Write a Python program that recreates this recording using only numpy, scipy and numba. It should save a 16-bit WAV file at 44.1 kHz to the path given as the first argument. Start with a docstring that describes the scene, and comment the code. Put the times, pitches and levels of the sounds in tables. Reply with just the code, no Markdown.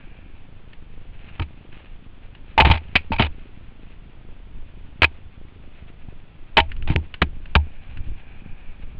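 """Hard knocks, rattles and thuds of a mountain bike on a rocky trail, over wind, tyres and freewheel buzz.
We hear it from inside a closed case that rides along on a springy mount.
Blows are short noise chatter plus fading sines for the shell, bracket and mount.
Stones and wheel thuds are coloured noise bursts; wind is gusty noise over a steady rush whose lows pulse.
Tyres are random grains, the freewheel is a row of clicks, and a fast limiter flattens the worst blows."""
import sys
import numpy as np
from scipy import signal
from scipy.fft import rfft, irfft
from scipy.io import wavfile
from scipy.ndimage import uniform_filter1d, minimum_filter1d
from numba import njit

SR = 44100
rng = np.random.default_rng(int(sys.argv[2]) if len(sys.argv) > 2 else 0)


def master_out(mix):
    """Clip the mix to full scale and print it as 16-bit PCM to the path in sys.argv[1]."""
    frames = np.transpose(np.atleast_2d(mix))
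    ceiling = np.clip(frames, -1, 1)
    pcm = np.round(ceiling * 32767).astype(np.int16)
    wavfile.write(sys.argv[1], SR, pcm)


N = 396459

# colour of the case chattering against its mount: [f/Hz, gain/dB]
CHATTER_COLOUR = [(100, -1.5), (300, 4.5), (480, 1), (780, 7), (1150, 2.5), (1650, 2), (2100, 3.5),
                  (2700, 4), (3300, -1), (4000, -6), (5000, -39.5)]
# patches of loose gravel: [middle t/s, half length/s, level/dB]
GRAVEL_PATCHES = [(1.35, .2, -55.5), (1.81, .07, -53.5), (2.9, 0.5, -57), (7.7, 1.2, -61.5)]


def knocks():
    """Big rocks slam the case against its mount: one blow for each row."""
    # hard blows: [t/s, chatter level/dB, chatter length/ms, shell level/dB,
    # pitch the contact favours f/Hz, bracket level/dB, mount thump level/dB]
    knock_rows = [ (1.396, -29, 3.8, -26.5, 1410, -26.5, -19.5), (2.578, 4, 4.6, -0.5, 2740, 5.5, -13),
                  (2.6, -8.5, 9.7, -7.5, 2850, -6.5, -20), (2.621, -10.5, 1.1, -34, 2700, -8.5, -10),
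                  (2.7, -14, 1.2, -15, 3700, -20, -8.5), (2.712, -18, 6.5, -13, 3650, -15, -20),
                  (2.773, -43.5, 6.8, -32, 2360, -32, -31), (2.954, -22, 9.1, -6, 2466, -27.5, -21),
                  (3.119, -25.5, 6.9, -29.5, 1500, -16.5, -22), (3.16, -35, 6, -31.5, 2400, -42, -32),
                  (3.184, -36.5, 7.3, -24, 2500, -37, -36), (3.195, -12.5, 5, -25, 2400, -15.5, -25),
                  (3.221, -19.5, 3.1, -12.5, 3100, -36, -41), (5.019, -2.5, 3.23, -3.5, 2000, -33, -13),
                  (5.03, -8, 3.2, -2, 1750, -21, -23), (5.041, -10, 5.35, -5.5, 2750, -24, -20.5),
                  (6.569, -11, 4.2, -3.5, 2820, -11.5, -16), (6.578, 0.5, 8.4, -9.5, 1930, 3.5, -18),
                  (6.6, -18.5, 4.4, -11.5, 3000, -32, -17), (6.899, -29, 3, -31.5, 2500, -32, -16),
                  (6.961, 10, 0.39, -35.5, 1400, -27, -11.5), (7.217, -12.5, 7.1, -15.5, 1650, -29, -13),
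                  (7.552, -5, 3.34, -4.5, 1530, -17, -15), (7.559, -15, 5.1, -25, 2750, -15.5, -4.5)]
    out = np.zeros(N)
    plastic = impulse_response(CHATTER_COLOUR)
    for start_s, chatter_db, length_ms, *rings in knock_rows:
        add(out, start_s, blow(plastic, length_ms / 1000, chatter_db, *rings))
    return out


def rattles(count=7, contact_share=0.63, jitter_s=.001, scatter_db=2):
    """After a jolt the case bounces at a nearly even pace, on the whole weaker each time."""
    # bounces: [t/s, time between bounces/ms, loss per bounce/dB, then for the first blow, before scatter:
    # chatter level/dB, shell level/dB, favoured pitch f/Hz, bracket level/dB, mount thump level/dB]
    rattle_rows = [(1.416, 11.6, 12, -36, -40, 2600, -45, -19.5),
                   (2.649, 17, 1.6, -19, -25, 2000, -18, -13), (3.131, 8, 6, -31.5, -25, 2400, -22.5, -33),
                   (3.202, 10.3, 2.5, -19, -20.5, 2790, -27.5, -15),
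                   (6.875, 9.9, 1.2, -32.5, -37, 2554, -36, -29)]
    out = np.zeros(N)
    plastic = impulse_response(CHATTER_COLOUR)
    for start_s, gap_ms, loss_db, *first_blow in rattle_rows:
        gap_s = gap_ms / 1000
        contact_s = contact_share * gap_s  # the case scrapes its mount for part of each bounce
        for k, (late, strong) in enumerate(rng.standard_normal((count, 2))):
            gain = undb(scatter_db * strong - k * loss_db)
            bounce_s = start_s + k * gap_s + jitter_s * late
            add(out, bounce_s, gain * blow(plastic, contact_s, *first_blow))
    return out


def blow(plastic, length_s, chatter_db, shell_db, contact_hz, bracket_db, thump_db):
    """One blow chatters, rings shell and bracket, and sets the case bobbing on its mount."""
    # ringing tones of the plastic shell: [f/Hz, relative level/dB]
    shell_tones = [(1380, -5.5), (1655, 1.5), (1915, -5.5), (2340, 7.5), (2500, 11.5), (2715, -0.5),
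                   (2980, 1.5), (3230, -11), (3650, -21.5), (3850, -22)]
    # ringing tones of the bracket: [f/Hz, relative level/dB, time to fade by 60 dB/s]
    bracket_tones = [(651, -22.5, 0.14), (822, -8, 0.086), (910.4, -0.5, 0.07), (1058, -19.5, 0.063)]
    # bobbing of the springy mount: [f/Hz, relative level/dB, time to fade by 60 dB/s]
    mount_tones = [(75.9, 1, 0.2), (111, -12.5, 0.055)]
    focus_octaves, shell_t60_s = .15, .019  # plastic damps its tones quickly
    t = np.arange(SR // 4) / SR
    # the point of contact decides which tones of the shell speak
    shell = []
    for hz, db in shell_tones:
        distance = np.log2(hz / contact_hz) / focus_octaves
        shell.append((hz, db - 10 * np.log10(1 + distance ** 2), shell_t60_s))
    scrape = chatter(t, length_s, plastic, steep=6.7)
    shell_ring = chatter(t, length_s, ring(shell, t, detune=0.0039), steep=5.9)
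    bracket_ring = ring(bracket_tones, t, detune=0.024)
    thump = ring(mount_tones, t, detune=0.034)
    return (undb(chatter_db) * scrape + undb(shell_db) * shell_ring
            + undb(bracket_db) * bracket_ring + undb(thump_db) * thump)


def chatter(t, length_s, response, steep, rise_s=0.00045):
    """Hard surfaces buzz against each other for a few ms, sounding a body with the given response."""
    press = (1 - np.exp(-t / rise_s)) / np.sqrt(1 + (t / length_s) ** steep)
    rough = rng.standard_normal(len(t)) * press
    buzz = signal.fftconvolve(rough, response)[:len(t)]
    return buzz * np.sqrt(np.sum(press ** 2) / np.sum(buzz ** 2))  # as much energy as the pressing


def ring(modes, t, detune):
    """A struck part sounds as fading sines, a little out of tune from blow to blow."""
    total = np.zeros(len(t))
    for hz, db, t60 in modes:
        fade = np.exp(-np.log(1000) * t / t60)
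        tuned_hz = hz * (1 + detune * rng.standard_normal())
        total += undb(db) * fade * np.sin(2 * np.pi * tuned_hz * t)
    return total


def wheel_thuds():
    """Wheels hit rocks with hollow thuds, made as low-coloured noise bursts."""
    # thuds: [t/s, level before a common gain/dB]
    thud_rows = [(1.4, -25), (2.6, -17.5), (2.665, -16), (2.7, -16), (3.103, -21), (3.196, -12), (6.9, -15),
                 (6.954, -16), (7.219, -17), (7.555, -20)]
    # hollow colour: [f/Hz, gain/dB]
    hollow_colour = [(60, -7.5), (150, 3.5), (250, -4), (340, -5), (450, -16), (900, -52)]
    return bursts(thud_rows, hollow_colour, length_s=0.0086, gain_db=0.5)


def flying_stones():
    """Larger stones and small pebbles hit the frame with short, bright noise bursts."""
    # larger stones: [t/s, level before a common gain/dB]
    stone_rows = [(0.7309, -32.5), (1.288, -33.5), (1.725, -36), (2.3492, -34), (6.7166, -21.5),
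                  (6.7642, -34), (6.8224, -27), (6.875, -28), (7.1397, -19), (7.4552, -30), (7.9709, -28.5)]
    # colour of a stone's tick: [f/Hz, gain/dB]
    stone_colour = [(200, -12), (1100, -3.5), (1700, 7), (2100, 2.5), (2900, 8.5), (3600, -5.5),
                    (4800, -17.5), (5500, -50.5)]
    return bursts(stone_rows + pebbles(), stone_colour, length_s=0.0035, gain_db=-9)


def pebbles(mean_db=-45, scatter_db=3, count=12):
    """Small pebbles fly up at random, mostly from the gravel; levels are before the common gain."""
    looseness = np.cumsum(swells(GRAVEL_PATCHES) ** 2)
    # random heights on the running total fall most often where gravel is loosest
    times = np.searchsorted(looseness, rng.random(count) * looseness[-1]) / SR
    return list(zip(times, mean_db + scatter_db * rng.standard_normal(count)))


def bursts(rows, points, length_s, gain_db):
    """Each hit is one short chatter of the given colour, at the time and level of its row."""
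    out, t = np.zeros(N), np.arange(SR // 8) / SR
    response = impulse_response(points)
    for start_s, db in rows:
        add(out, start_s, undb(db + gain_db) * chatter(t, length_s, response, steep=3.64))
    return out


def wind(buffet_db=2, rush_db=-47.0, unrest_db=2, breeze_db=-39.5):
    """Gusts buffet the case as deep noise, over a steady rush whose lows pulse."""
    # colour of the buffeting: [f/Hz, relative gain/dB]
    buffet_colour = [(11, 7.5), (22, 1), (40, -8.5), (85, -14), (150, -27), (300, -38), (1500, -82.5)]
    # colour of the rush: [f/Hz, relative gain/dB]
    rush_colour = [(30, -4.5), (90, 0), (140, -4.5), (250, -9), (500, -18.5), (1000, -24.5), (2000, -28),
                   (2700, -27), (3500, -30), (4000, -43.5), (4600, -44.5), (5300, -58.5)]
    # gusts: [middle t/s, half length/s, level before the buffet gain/dB]
    gust_rows = [(.9, 0.44, -38), (3.1, 0.17, -27.5), (4.59, 0.037, -27.5), (6.8, 0.16, -23.5),
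                 (7.45, 0.24, -29.5), (8.04, .08, -24.5), (8.75, 0.38, -33.5)]
    buffet = unit(colour(rng.standard_normal(N), buffet_colour))
    buffet /= np.sqrt(uniform_filter1d(buffet ** 2, size=9000))  # even out its own slow changes
    rush = unit(colour(rng.standard_normal(N), rush_colour))
    unrest = undb(buffet_db + unrest_db * walk(27))
    gusts = swells(gust_rows, breeze_db)  # the breeze fills the time between gusts
    return unrest * buffet * gusts + undb(rush_db) * pulse_lows(rush)


def pulse_lows(x, pulse_hz=26.6, below_hz=600, depth_db=12, sharpness=7, uneven=0.31, slip=0.054):
    """The low part of the rush pulses quickly, nearly regularly."""
    low = signal.sosfiltfilt(signal.butter(2, below_hz, fs=SR, output="sos"), x)
    turns = pulse_hz * np.arange(N) / SR + slip * walk(20)
    pulse = np.exp(sharpness * (np.cos(2 * np.pi * turns) - 1))
    pulse_gain = unit(undb(depth_db * pulse * (1 + uneven * walk(pulse_hz))))
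    return x - low + low * pulse_gain


def tyres(grains_per_s=900, spread_db=0.5, patchy_db=4.0, firm_ground_db=-65.5):
    """Grit cracks under the tyre knobs as random single-sample grains in uneven patches."""
    # colour of the cracking grit: [f/Hz, relative gain/dB]
    grit_colour = [(300, -0.5), (800, 3), (1100, 0.5), (1600, 2.5), (2000, 2.5), (2600, 7.5), (3200, -1.5),
                   (4000, -9.5), (5200, -42)]
    hits = rng.random(N) < grains_per_s / SR
    strength = undb(spread_db * np.minimum(rng.exponential(size=N), 5))
    grains = hits * rng.choice([-1, 1], N) * strength
    patches = undb(patchy_db * walk(32)) * swells(GRAVEL_PATCHES, firm_ground_db)
    return unit(colour(grains, grit_colour)) * patches


def freewheel(click_hz=291, wobble=0.054, fade_s=0.0013):
    """Pawls drop over the ratchet teeth: each click is a fading scrape of noise, coloured by the hub."""
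    # colour of the hub: [f/Hz, relative gain/dB]
    hub_colour = [(550, -13.5), (800, 4.5), (1100, -11.5), (1650, 3), (2050, -7.5), (2380, 8.5), (2750, -1),
                  (3200, -15), (4200, -36)]
    # spells of coasting: [middle t/s, half length/s, level/dB]
    coast_rows = [(0.02, 0.25, -56.5), (7.8, 0.27, -59.5), (8.45, 0.32, -56)]
    teeth = np.floor(np.cumsum(click_hz * (1 + wobble * walk(9))) / SR)
    clicks = np.diff(teeth, prepend=0)  # 1 whenever another tooth passes
    fading = signal.lfilter([1], [1, -np.exp(-1 / (fade_s * SR))], clicks)
    scrape = fading * rng.standard_normal(N)
    return unit(colour(scrape, hub_colour)) * swells(coast_rows)


def swells(rows, rest_db=-np.inf):
    """Bell-shaped swells [middle t/s, half length/s, level/dB] add their power to a resting level."""
    t = np.arange(N) / SR
    power = undb(rest_db) ** 2 + np.zeros(N)
    for middle_s, half_s, db in rows:
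        power += undb(db) ** 2 * np.exp(-((t - middle_s) / half_s) ** 2)
    return np.sqrt(power)


def walk(rate):
    """Random levels, about `rate` new ones a second, joined by straight ramps; rms 1."""
    k = int(SR / rate)
    steps = np.repeat(rng.standard_normal(N // k + 1), k)
    return unit(uniform_filter1d(steps, k)[:N])


def impulse_response(points, size=8192):
    """Sound of one click through a body whose colour is given as [f/Hz, gain/dB] points."""
    hz, db = np.transpose(points)
    grid_hz = np.fft.rfftfreq(size, 1 / SR) + 1  # the 1 avoids log(0)
    gain = undb(np.interp(np.log(grid_hz), np.log(hz), db))
    # folding the cepstrum (spectrum of the log gain) makes the response start at once
    cepstrum = irfft(np.log(gain))
    cepstrum[1:size // 2] *= 2
    cepstrum[size // 2 + 1:] = 0
    return irfft(np.exp(rfft(cepstrum)))


def colour(x, points):
    """Filter a sound to the colour of [f/Hz, gain/dB] points."""
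    return signal.fftconvolve(x, impulse_response(points))[:len(x)]


def undb(db):
    """Turn decibels into gain."""
    return 10 ** (np.asarray(db) / 20)


def unit(x):
    """Scale to rms 1."""
    return x / np.sqrt(np.mean(x ** 2))


def add(track, start_s, sound):
    """Mix a sound into the track at its start time."""
    i = int(start_s * SR)
    track[i:i + len(sound)] += sound[:N - i]


@njit
def peak_follower(x, release):
    """Jumps to each peak and sinks back by the release factor every sample."""
    out, level = np.empty(len(x)), 0.
    for i in range(len(x)):
        level = max(abs(x[i]), level * release)
        out[i] = level
    return out


def scene(case_hz=4900):
    """All sources meet at one microphone; the closed case shuts out the treble."""
    hits = knocks() + rattles() + wheel_thuds() + flying_stones()
    mix = hits + wind() + tyres() + freewheel()
    return signal.sosfilt(signal.butter(20, case_hz, fs=SR, output="sos"), mix)[None]


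def record(dry, ceiling=0.75, knee=0.81, release_s=.003, top_hz=10300):
    """Cuts the deepest rumble, limits the blows, rounds their tips and cuts the top treble."""
    x = signal.sosfilt(signal.butter(2, 6, "high", fs=SR, output="sos"), dry[0])
    peak = np.maximum(peak_follower(x, np.exp(-1 / (release_s * SR))), ceiling)
    # the gain starts to drop a few samples ahead of each peak
    gain = uniform_filter1d(minimum_filter1d(ceiling / peak, size=15), size=15)
    limited = x * gain
    rounded = limited / (1 + (limited / knee) ** 8) ** (1 / 8)
    return signal.sosfilt(signal.ellip(8, .2, 70, top_hz, fs=SR, output="sos"), rounded)[None]


dry = scene()
out = record(dry)
master_out(out)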